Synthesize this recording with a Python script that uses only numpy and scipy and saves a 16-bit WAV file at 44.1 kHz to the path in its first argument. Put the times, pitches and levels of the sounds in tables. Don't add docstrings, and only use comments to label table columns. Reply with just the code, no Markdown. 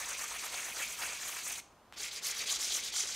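import sys
import numpy as np
from scipy import signal
from scipy.fft import rfft, irfft, next_fast_len
from scipy.io import wavfile
from scipy.ndimage import uniform_filter1d, map_coordinates

SR = 44100
rng = np.random.default_rng(int(sys.argv[2]) if len(sys.argv) > 2 else 0)


def wav_record(signal):
    frames = np.transpose(np.atleast_2d(signal))
    bounded = np.clip(frames, -1, 1)
    quanta = np.round(bounded * 32767).astype(np.int16)
    wavfile.write(sys.argv[1], SR, quanta)


def attenuation_scalar(level_db):
    decades = np.asarray(level_db, float) / 20
    return 10 ** decades


N = 138915

# [start_s, pressure_db, vase_over_grit_db, fine_dust_db, turn_round_dip_db]
FACE_STROKES = [(-0.06, -45, 2, -0.7, -24), (0.05, -43, -3, -4.7, -4), (0.161, -42.5, -3.5, -4.5, -5),
                (0.266, -43, -4, -6, -3.5), (0.38, -44.5, -0.2, -1.5, -3), (0.493, -44, 0.2, -1.5, -6),
                (0.615, -46.5, 0.5, 0, 0.5), (0.725, -42, -1.5, -1.5, -9.5), (0.857, -46, -2, -2, 8),
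                (0.958, -42.5, -1.5, 0, -8), (1.079, -45, -2.1, -4, 1), (1.185, -42, -7.5, -2.7, -6.5),
                (1.316, -46, -1, 0.5, 22), (1.416, -41.5, -7.5, -2.5, -6.5), (1.544, -46.5, -2, 0, 4.5)]
RIM_STROKES = [
    (1.957, -42.5, -10, 5, -34),
    (2.105, -45, -13, 7, -12),
    (2.21, -38, -8, 6.3, -35),
    (2.337, -40.5, -7.5, 2.5, -10),
    (2.454, -36, -9.5, -1, -14.5),
    (2.581, -36, -12, -2, -13),
    (2.694, -35.7, -8.5, -1.5, -7),
    (2.818, -41.5, -12, 3.5, -9.5),
    (2.915, -34.5, -11, -4.5, -24),
    (3.047, -43, -10, 1.5, 1.5),
]
# [end_s, level_db]
FACE_END = (1.607, -59)
RIM_END = (3.19, -46)
# [stroke_skew, roundness, scrub_db, scrub_speed_exponent, dust_db,
# dust_speed_exponent, vase_speed_exponent], the exponents and shapes without unit
FACE_GRIP = (1.43, 1.02, -5, 0.48, -1.5, 1.3, 1.5)
RIM_GRIP = (1.01, 1.3, -2.5, 0.52, -10, 1.5, 0.32)
FACE_STALL, RIM_STALL = 0.1, 0.42
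STALL_S = 0.008

FACE_GRIT = [(5637, 1280, -3.5), (6580, 1370, 0.5), (7640, 1230, -1), (8910, 1180, -6)]
RIM_GRIT = [(5100, 610, -4), (6140, 940, -0.5), (7050, 950, 0.5), (8820, 3100, -7)]
FACE_SCRUB = [(3240, 2970, -4.5), (5220, 2700, -2.84)]
RIM_SCRUB = [(3334, 910, -4.6), (3920, 315, 1), (4660, 1250, -4.43)]
FACE_VASE = [(476, 356, -13), (782, 154, -7), (920, 104, -4.5), (1305, 310, 0.5), (1408, 240, 2),
             (1840, 440, -4.5)]
RIM_VASE = [(395, 133, -4.5), (820, 580, -5.5), (1110, 126, 2), (1730, 910, -1.5)]
FACE_FOOT = [(2163, 477, 0), (2620, 650, 0.5), (3385, 620, -3.5)]
RIM_FOOT = [(2097, 610, 0.88), (2770, 1000, -2.2)]
DUST = [(8940, 4400, -1), (13560, 2300, 0), (16000, 2200, -1.5)]
HANDS = [(53.6, 6.8, 5.5), (132, 120, -5.5), (238, 160, -2), (431, 40, -0.5)]
TOUCH = [(850, 540, 6.5), (2200, 1500, 2.5), (4230, 1700, -2.5), (9000, 5300, -15)]
SLIDE = [(1500, 1460, -6), (3170, 930, 1), (6500, 3400, -11)]

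GRAINS_PER_S, GRAIN_SPREAD_DB, BIGGEST_DB = 9000, 2.5, 8.5
CLUMP_DB, PATCHY_DB = -2.35, 1.5
FOOT_LAG_S, FOOT_DB, HANDS_DB = 0.022, 0, -67.5
TOUCH_S, TOUCH_DB = 1.925, -34
SLIDE_S, SLIDE_DB = 0.033, -56

# [frequency_hz, decay_60db_s]
YARD_DECAY = [(500, .2), (3000, .42), (6000, .42), (9000, .3), (14000, .2)]
YARD_DB, YARD_DELAY_S = -15, 0.012
# [frequency_hz, level_db]
TRAFFIC = [(22, -39), (40, -3.5), (70, -2), (110, -7), (235, -7), (500, -8), (1050, -3), (1700, -11.5)]
HISS = [(1500, -12), (3000, -2), (7000, 0), (11000, -2), (15500, -4)]
TRAFFIC_DB, SWELL_DB, TRAFFIC_SIDE_DB, HISS_DB = -63.5, 1, -27.5, -75

# [start_s, length_s]
PARTS = [(0.114, 0.077), (0.319, 0.016), (0.445, 0.033), (0.493, 0.025), (0.764, 0.05), (0.852, 0.067),
         (0.943, 0.04), (1.025, 0.036), (1.092, 0.052), (1.19, 0.14), (1.514, 0.022), (2.204, .04),
         (2.287, 0.044), (2.39, 0.038), (2.534, 0.031), (2.668, 0.03), (2.731, 0.013), (2.8, 0.018),
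         (3.008, 0.025), (3.118, 0.019)]
# [frequency_hz, level_db]
PART_COLOUR = [(60, 2.5), (400, 3), (1300, 0), (5000, -0.5), (9000, 1), (15000, 10)]
PART_DB, JOINED_DB, FLICKER_DB = -17, -26, 4
TOP_HZ, FADE_HZ = 15700, 16200


def unit(x):
    return x / np.sqrt(np.mean(x ** 2) + 1e-20)


def along(points, hz):
    f, value = np.transpose(points)
    return np.interp(np.log(hz + 1), np.log(f + 1), value)


def wobble(rate):
    knots = rng.standard_normal(int(N * rate / SR) + 4)
    return map_coordinates(knots, [np.arange(N) * rate / SR])


def filtered(x, response):
    m = next_fast_len(N + SR // 2)
    return irfft(rfft(x, m) * response(np.fft.rfftfreq(m, 1 / SR)), m)[..., :N]


def resonant(x, peaks, order=1):
    def body(f):
        total = 0
        for k, (centre, width, db) in enumerate(peaks):
            mode = 1j * f * width / (centre * centre - f * f + 1j * f * width)
            total = total + (-1) ** k * attenuation_scalar(db) * mode
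        return total
    return filtered(x, lambda f: body(f) ** order)


def grains(peaks, order=1):
    draw = rng.random((3, N))
    size_db = np.minimum(-GRAIN_SPREAD_DB * np.log(1 - draw[1]), BIGGEST_DB)
    size = attenuation_scalar(size_db + CLUMP_DB * wobble(120))
    scratches = (draw[0] < GRAINS_PER_S / SR) * size * np.sign(draw[2] - 0.5)
    z = signal.stft(scratches, nperseg=256)[2]
    field = uniform_filter1d(rng.standard_normal(z.shape), 5, 0)
    field = uniform_filter1d(field, 12, 1)
    patched = signal.istft(z * attenuation_scalar(PATCHY_DB * unit(field)), nperseg=256)[1][:N]
    return unit(resonant(patched, peaks, order))


def rub(strokes, end, grip, grit, scrub, vase, foot, stall_share):
    skew, roundness, scrub_db, scrub_follows, dust_db, dust_follows, vase_follows = grip
    start, press_db, vase_db, fine_db, dip_db = np.transpose(strokes)
    end_s, end_db = end
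    edges = np.append(start, end_s)
    middle = (edges[1:] + edges[:-1]) / 2
    t = np.arange(N) / SR

    place = np.interp(t, edges, np.arange(len(edges)))
    k = np.minimum(place.astype(int), len(start) - 1)
    arch = np.abs(np.sin(np.pi * (place - k) ** skew)) ** roundness

    dip_db = np.minimum(dip_db, 0)
    turn_db = np.append(press_db + (1 - stall_share) * dip_db, end_db)
    turn = attenuation_scalar(np.interp(t, edges, turn_db))
    stall = attenuation_scalar(stall_share * dip_db @ np.exp(-((t - start[:, None]) / STALL_S) ** 2))
    mean = attenuation_scalar(press_db.mean())
    speed = (turn + (attenuation_scalar(press_db[k]) - turn) * arch) * stall / mean

    shake = attenuation_scalar(np.interp(t, middle, vase_db)) * speed ** vase_follows
    late_shake = np.interp(t - FOOT_LAG_S, t, shake)
    dust_level = attenuation_scalar(dust_db + np.interp(t, middle, fine_db)) * speed ** dust_follows
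    layers = speed * grains(grit, order=2)
    layers += attenuation_scalar(scrub_db) * speed ** scrub_follows * grains(scrub, order=2)
    layers += attenuation_scalar(-1.5) * shake * grains(vase)
    layers += attenuation_scalar(FOOT_DB - 1) * late_shake * grains(foot, order=2)
    layers += dust_level * grains(DUST, order=2)
    touching = uniform_filter1d(1.0 * ((t > edges[0]) & (t < edges[-1])), size=400)
    return touching * (mean * layers + attenuation_scalar(HANDS_DB) * grains(HANDS))


def touch():
    t = np.arange(N) / SR - TOUCH_S
    impulse = 1.0 * (np.arange(N) == round(TOUCH_S * SR))
    tick = resonant(impulse, TOUCH)
    slide = np.sin(np.pi * np.clip(t / SLIDE_S, 0, 1)) ** 0.65 * grains(SLIDE)
    return attenuation_scalar(TOUCH_DB) * tick / np.abs(tick).max() + attenuation_scalar(SLIDE_DB) * slide


def yard(x):
    hz, t, z = signal.stft(rng.standard_normal(SR // 2), SR, nperseg=256)
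    decay = attenuation_scalar(-60 * t / along(YARD_DECAY, hz)[:, None])
    tail = signal.istft(z * decay, SR, nperseg=256)[1]
    delayed = np.pad(x, (round(YARD_DELAY_S * SR), 0))
    return attenuation_scalar(YARD_DB) * signal.fftconvolve(delayed, tail / np.linalg.norm(tail))[:N]


def traffic():
    def rumble(hz):
        return attenuation_scalar(along(TRAFFIC, hz)) / (1 + (hz / 2000) ** 1.77)
    mid, side = filtered(rng.standard_normal((2, N)), rumble)
    mid = unit(mid) * attenuation_scalar(SWELL_DB * wobble(3.33))
    side = unit(side) * attenuation_scalar(TRAFFIC_SIDE_DB)
    hiss_points = [(300, -40)] + HISS
    hiss = unit(filtered(rng.standard_normal((2, N)), lambda hz: attenuation_scalar(along(hiss_points, hz))))
    return attenuation_scalar(TRAFFIC_DB) * np.array([mid + side, mid - side]) + attenuation_scalar(HISS_DB) * hiss


def parting(x):
    t = np.arange(N) / SR
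    z = signal.stft(x.mean(0), nperseg=1024)[2]
    random_phase = np.exp(2j * np.pi * rng.random(z.shape))
    ghost = signal.istft(z * random_phase, nperseg=1024)[1][:N]
    bursts = sum(1.0 * ((t > s) & (t < s + length)) for s, length in PARTS)
    parted = uniform_filter1d(bursts, size=500)
    level = attenuation_scalar(JOINED_DB + FLICKER_DB * wobble(20)) + attenuation_scalar(PART_DB) * parted
    side = filtered(ghost, lambda hz: attenuation_scalar(along(PART_COLOUR, hz))) * level
    return x + np.array([side, -side])


def scene():
    face = rub(FACE_STROKES, FACE_END, FACE_GRIP, FACE_GRIT, FACE_SCRUB, FACE_VASE, FACE_FOOT, FACE_STALL)
    rim = rub(RIM_STROKES, RIM_END, RIM_GRIP, RIM_GRIT, RIM_SCRUB, RIM_VASE, RIM_FOOT, RIM_STALL)
    near = face + touch() + rim
    return near + yard(near) + traffic()


def roll_off(x):
    return signal.sosfilt(signal.butter(12, 15640, fs=SR, output="sos"), x)


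def record(dry):
    def band(hz):
        return (hz < TOP_HZ) / (1 + (hz / FADE_HZ) ** 20)
    mix = filtered(parting(dry), band)
    return roll_off(mix)


dry = scene()
out = record(dry)
wav_record(out)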